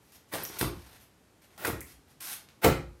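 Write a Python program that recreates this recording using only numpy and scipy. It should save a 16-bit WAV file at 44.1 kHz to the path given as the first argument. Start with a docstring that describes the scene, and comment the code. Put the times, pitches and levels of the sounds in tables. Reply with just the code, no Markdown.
"""Paper punch in a tiled kitchen

A plastic punch is worked by hand on a table. The lever takes up, bites through the paper, scrapes
back up and knocks; the sheet is slid along; a hard second press slams home. Each impact rattles the
cutter and excites the modes of housing and table. The spring ticks, friction makes sleeves and paper
rustle, and the room reverberates."""
import sys
import numpy as np
from scipy import signal
from scipy.fft import rfft, irfft
from scipy.io import wavfile
from scipy.ndimage import uniform_filter1d, map_coordinates

SR = 44100
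rng = np.random.default_rng(int(sys.argv[2]) if len(sys.argv) > 2 else 0)


def to_wav(s):
    """Save 16-bit WAV."""
    ch = np.atleast_2d(s).T  # columns
    pcm = np.round(np.clip(ch, -1, 1) * 32767)  # PCM
    wavfile.write(sys.argv[1], SR, pcm.astype(np.int16))


N = 132300
TIME = np.arange(N) / SR


def amp(db):
    """Amplitude ratio of a level in decibels."""
    return 10 ** (np.asarray(db) / 20)


def on_log_axis(hz, points):
    """Interpolation of (frequency, value) points along a logarithmic frequency axis."""
    freqs, values = np.array(points, float).T
    return np.interp(np.log(np.maximum(hz, 1)), np.log(freqs), values)


def colour(x, points):
    """Minimum-phase filtering: folding the cepstrum makes a (frequency, gain) response causal."""
    size = 8192
    gain = amp(on_log_axis(np.fft.rfftfreq(size, 1 / SR), points))
    cepstrum = irfft(np.log(gain))
    cepstrum[1:size // 2] *= 2
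    cepstrum[size // 2 + 1:] = 0
    return signal.fftconvolve(x, irfft(np.exp(rfft(cepstrum))))[:len(x)]


def grains(spread):
    """Contact noise: dense tiny collisions of log-normal size, scaled to unit rms."""
    log_size = np.repeat(rng.standard_normal(N // 12 + 1), 12)[:N]
    x = rng.standard_normal(N) * np.exp(spread * np.clip(log_size, -2, 2))
    return x / x.std()


def ring(modes, t, rise_s):
    """Modal superposition: damped sinusoids build up after a push, neighbours in opposite phase."""
    swing = sum((-1) ** k * amp(db - 60 * t / t60) * np.sin(2 * np.pi * hz * t)
                for k, (hz, db, t60) in enumerate(modes))
    return swing * (1 - np.exp(-t / rise_s))


# Spectrum of the background air (frequency [Hz], level [dB])
AIR_SPECTRUM = [(20, -104), (45, -47.5), (90, -44.5), (300, -48.5), (600, -54.5), (1500, -60.5),
                (4000, -66.5), (13000, -71), (15500, -86)]
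def air():
    """Ambient noise: a faint, steady random pressure, strongest in the bass."""
    return colour(rng.standard_normal(N), AIR_SPECTRUM)


def drift(x, depth_s=0.00005, rate_hz=70):
    """Delay modulation: path lengths waver slightly, which keeps the treble of the echo smooth."""
    waver = signal.resample(rng.standard_normal(int(len(x) / SR * rate_hz)), len(x))
    return map_coordinates(x, [np.arange(len(x)) + depth_s * SR * waver], order=5)


# Reverberation time of the tiled room (frequency [Hz], T60 [s])
ROOM_DECAY = [(60, 0.72), (150, 0.52), (350, 0.42), (600, 0.35), (1500, 0.37), (5000, .33), (9000, .28),
              (15000, 0.17)]
def room(x, echo_db):
    """Reverberation: a diffuse field of even colour joins the direct sound, its treble dying first."""
    size, build_s = 32768, 0.00087
    t, hz = TIME[:size], np.fft.rfftfreq(size, 1 / SR)
    noise, tail = rfft(rng.standard_normal(size)), 0
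    centres = np.geomspace(50, 16000, 12)
    for centre, weights in zip(centres, np.eye(len(centres))):
        band = irfft(noise * on_log_axis(hz, list(zip(centres, weights))))
        tail = tail + band * amp(-60 * t / on_log_axis(centre, ROOM_DECAY))
    spectrum = rfft(tail * (1 - np.exp(-t / build_s)))
    smoothed_power = uniform_filter1d(np.abs(spectrum) ** 2, size=35)
    response = irfft(spectrum / np.sqrt(smoothed_power + 1e-12))[:size * 3 // 4]
    return x + amp(echo_db) * drift(signal.fftconvolve(x, response)[:len(x)])


# Strokes of paper and sleeves (time [s], duration [s], level [dB], tilt [dB/octave])
RUB_STROKES = [(0.012, 0.099, -69, 0), (0.116, 0.049, -59.5, 0.5), (0.281, 0.027, -62.5, -0.5),
               (0.393, 0.034, -46.5, -3), (0.491, 0.086, -51, -2), (0.585, 0.0083, -38.5, 3.5),
               (0.737, 0.23, -60.5, -2), (0.998, 0.044, -61, 0.5), (1.414, 0.043, -63.5, -1.5),
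               (1.499, 0.23, -68, -2.5), (1.857, 0.066, -55.5, 0.5), (2.073, 0.048, -65.5, -1.5),
               (2.202, 0.051, -43.5, 1.5), (2.243, 0.096, -42.5, 1.95), (2.481, 0.024, -66, -3)]
# Spectrum of the rustle (frequency [Hz], gain [dB])
RUSTLE_SPECTRUM = [(80, -18), (280, -2), (500, -2), (1150, 1.5), (1900, 1.5), (6200, 0), (7600, -4.5),
                   (8700, 0.5), (10000, -1.5), (12800, 3), (15500, -13)]
def rubs(fade_s=0.0061, flutter_db=2.8, flutter_hz=90):
    """Stick-slip friction: paper fibres and cloth catch and release in short, fluttering strokes."""
    out = np.zeros(N)
    for start, length, db, tilt in RUB_STROKES:
        t = TIME[:int((length + 0.1) * SR)]
        stroke = np.clip(np.minimum(t, length + fade_s - t) / fade_s, 0, 1)
        tilted = [(hz, gain + tilt * np.log2(hz / 6000)) for hz, gain in RUSTLE_SPECTRUM]
        add(out, start, amp(db) * colour(stroke * grains(spread=0.59)[:len(t)], tilted))
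    flutter = signal.resample(rng.uniform(-1.1, 1, int(N / SR * flutter_hz)), N)
    return out * amp(flutter_db * flutter)


# Drag of the punch's foot over the table (time [s], duration [s], level [dB])
FOOT_DRAG = (2.2, 0.18, -47.5)
# Resonances sounded by the foot's drag (frequency [Hz], gain [dB])
DRAG_RESPONSE = [(300, 0), (520, -23), (810, 8.5), (980, -3), (1370, 10), (1800, 3.5), (5000, -26)]
def foot_drag():
    """Frictional excitation: the punch's foot judders over the table and sounds hollow resonances."""
    start, length, db = FOOT_DRAG
    speed = np.sin(np.pi * np.clip((TIME - start) / length, 0, 1))
    return amp(db) * colour(speed * grains(spread=0.59), DRAG_RESPONSE)


# Ticks of the spring and of tearing paper (time [s], level [dB], lower edge [Hz], upper edge [Hz])
TICK_EVENTS = [(0.3849, -15.5, 704, 7100), (0.4348, -4.5, 11200, 14200), (0.439, -6, 11200, 14300),
               (0.4425, -13, 10800, 14000), (0.451, -3.5, 5480, 6320), (0.452, -15, 1490, 15000),
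               (0.455, -21, 8100, 15000), (0.491, -24, 1500, 15000), (0.587, -16, 890, 14500),
               (0.590, -7, 9900, 14500), (0.596, -4.5, 10400, 14400), (1.579, -26, 1200, 11000),
               (1.6723, -12, 2000, 14900), (1.6762, -7, 9700, 14400), (1.8072, -14.5, 6750, 14600),
               (1.8118, -19.5, 8100, 14600), (1.8147, -7.5, 1800, 2310), (2.207, -23, 1000, 14100),
               (2.3315, -27, 4000, 15100), (2.488, -27, 1310, 5800)]
def ticks(decay_s=0.00056):
    """Band-limited transients: each snap is a sharp click and a tiny crunch within its own band."""
    out, t = np.zeros(N), TIME[:1024]
    lead = 32  # samples ahead of the onset
    for start, db, low_hz, high_hz in TICK_EVENTS:
        band = signal.butter(2, [low_hz, high_hz], "band", fs=SR, output="sos")
        spectrum = rfft(rng.standard_normal(len(t)) * np.roll(np.exp(-t / decay_s), lead))
        white_snap = irfft(spectrum / np.abs(spectrum))
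        add(out, start - lead / SR, amp(db) * signal.sosfilt(band, white_snap))
    return out


# Spectrum of the bright crack and crunch (frequency [Hz], gain [dB])
CRACK_SPECTRUM = [(300, -18), (2000, 0), (4000, -2.5), (7200, -7), (8700, -0.5), (10200, -4.5),
                  (12700, 2.5), (15500, -34)]
def crack(contacts):
    """Broadband radiation: very brief contacts carry energy far into the treble."""
    return colour(contacts, CRACK_SPECTRUM)


# Plunger strokes (time [s], duration [s], final groan [dB], final crunch [dB], groan swell [dB])
PLUNGER_STROKES = [(0.313, 0.018, -35, -44, 22.5), (0.597, 0.02, -43.5, -32.5, 2.5),
                   (1.577, 0.096, -37.5, -40, 14.5), (2.6163, 0.03, -21, -24.5, 30)]
# Spectrum of the plunger groaning in its guide (frequency [Hz], gain [dB])
GROAN_SPECTRUM = [(50, -6), (280, 8.5), (750, 7.5), (1200, 6), (1750, 8), (3300, -1.5), (7000, -9.5),
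                  (15500, -2)]
def scrapes(crunch_exponent=2.2):
    """Sliding friction: plastic groans on plastic as force grows; a bright crunch grows faster still."""
    groan = crunch = 0
    for start, length, groan_db, crunch_db, swell_db in PLUNGER_STROKES:
        force_db = swell_db * np.clip((TIME - start) / length - 1, -1, 0)
        moving = (TIME >= start) * (TIME < start + length)
        groan = groan + moving * amp(groan_db + force_db)
        crunch = crunch + moving * amp(crunch_db + crunch_exponent * force_db)
    return colour(groan * grains(spread=0.28), GROAN_SPECTRUM) + crack(crunch * grains(spread=0.28))


# Spectrum of a thud on the table (frequency [Hz], gain [dB])
THUD_SPECTRUM = [(25, -26), (45, 1), (70, 6.5), (130, 4.5), (220, -3.5), (350, 5), (560, -14), (1200, -7.5),
                 (4000, -52)]
def thud(force):
    """Impulse response: the table answers a sudden push mainly at low frequencies."""
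    return colour(force, THUD_SPECTRUM)


# Bounces of the punch's foot (time [s], level [dB])
FOOT_BOUNCES = [(0.5, -6), (0.6282, 13.5), (0.6453, 10.5), (1.701, 9)]
def bounces():
    """Rebound: the foot drops back on the table in dull thumps with no rattle."""
    pushes = np.zeros(N)
    for start, db in FOOT_BOUNCES:
        add(pushes, start, amp([db]))
    return thud(pushes)


# Modes of the table under the punch (frequency [Hz], level [dB], T60 [s])
TABLE_MODES = [(58.3, -36, 0.8), (91, -57, 0.33), (132.5, -30, 0.35), (160.3, -23, 0.45),
               (227.5, -25.5, 0.27), (283.6, -21, 0.26), (349.8, -30.5, 0.54), (392, -21.5, 0.3),
               (452.8, -13.5, 0.2), (536.2, -22.5, 0.39), (687, -20, 0.085), (712.6, -21, 0.2),
               (901.6, -21, 0.25), (1147, -19.5, 0.065)]
def table_ring(t):
    """Free vibration: the lightly damped table rings on after a blow."""
    return ring(TABLE_MODES, t, rise_s=0.0012)


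# Modes of the plastic housing (frequency [Hz], level [dB], T60 [s])
HOUSING_MODES = [(954, -6.5, 0.02), (1360, -17, 0.065), (1520, 5, 0.012), (1905, -3, 0.021),
                 (2496, -17.5, 0.066)]
def housing_snap(t):
    """Heavy damping: the modes of the plastic die so fast that they are heard as a snap."""
    return ring(HOUSING_MODES, t, rise_s=0.0015)


# Spectrum of the punch's clack (frequency [Hz], gain [dB])
CLACK_SPECTRUM = [(60, -49), (250, -8.5), (520, 5), (810, 1), (1300, 1.5), (1700, -3), (2400, -1),
                  (3200, -11.5), (8000, -17)]
def clack(force, centre_hz, peak_db):
    """Forced response: the punch shapes the contact force, with one broad resonance on top."""
    resonance = [(centre_hz / 2, 0), (centre_hz, peak_db), (centre_hz * np.sqrt(2), 0)]
    return colour(colour(force, CLACK_SPECTRUM), resonance)


# Blows of the punch (time [s], table thud [dB], table ring [dB], housing snap [dB], clack [dB],
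# clack centre [Hz], clack resonance [dB], crack [dB], rattle decay [s])
PUNCH_BLOWS = [(0.336, 0, -27.5, -40, -5, 830, 11, -7, 0.012),
               (0.353, -8.5, -30, -40, -8.5, 645, 4.5, -17, 0.0031),
               (0.6116, 10, -19.5, -23, -6, 342, 17, -3.5, 0.004),
               (1.648, -2, -25.5, -16.5, -3.5, 1590, 12, -8, 0.0043),
               (1.679, 7, -22, -46, -8, 277, 19, -20, 0.0029),
               (2.645, 17.5, -4, -14, 14, 1350, 4.5, -6, 0.0033),
               (2.6623, 20.5, -5, -37, 5.5, 449, 11, -37, 0.0037)]
def blows(rattle_rise_s=0.0003):
    """Impact excitation: each blow thumps and rings the table, snaps the housing, rattles the cutter."""
    out, t = np.zeros(N), TIME[:SR * 3 // 4]
    push = signal.unit_impulse(len(t))
    for start, thud_db, ring_db, snap_db, clack_db, centre_hz, peak_db, crack_db, decay_s in PUNCH_BLOWS:
        envelope = np.exp(-t / decay_s) * (1 - np.exp(-t / rattle_rise_s))
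        rattle = grains(spread=0.9)[:len(t)] * envelope
        rattle /= np.linalg.norm(rattle)  # unit energy
        knock = amp(clack_db) * clack(0.1 * push + rattle, centre_hz, peak_db)
        body = room(amp(thud_db) * thud(push) + knock, echo_db=1.5)
        edge = room(amp(crack_db) * crack(rattle), echo_db=3)
        ringing = amp(ring_db) * table_ring(t) + amp(snap_db) * housing_snap(t)
        add(out, start, body + edge + ringing)
    return out


def add(out, start, x):
    """Linear mixing: x joins the output at the start time in seconds."""
    i = max(int(start * SR), 0)
    out[i:i + len(x)] += x[:N - i]


def scene():
    """Superposition: punch and paper are heard directly and through the room, over still air."""
    punch = blows() + room(scrapes(), echo_db=5.5) + room(bounces(), echo_db=0)
    rustle = room(rubs() + foot_drag(), echo_db=1)
    return (punch + rustle + room(ticks(), echo_db=0.5) + air())[None]


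def record(dry, low_hz=40, top_hz=15750):
    """Band limiting: the microphone loses the deepest bass and the very top."""
    dry = signal.sosfilt(signal.butter(6, low_hz, "high", fs=SR, output="sos"), dry)
    return signal.sosfilt(signal.ellip(10, 0.2, 70, top_hz, fs=SR, output="sos"), dry)


dry = scene()
out = record(dry)
to_wav(out)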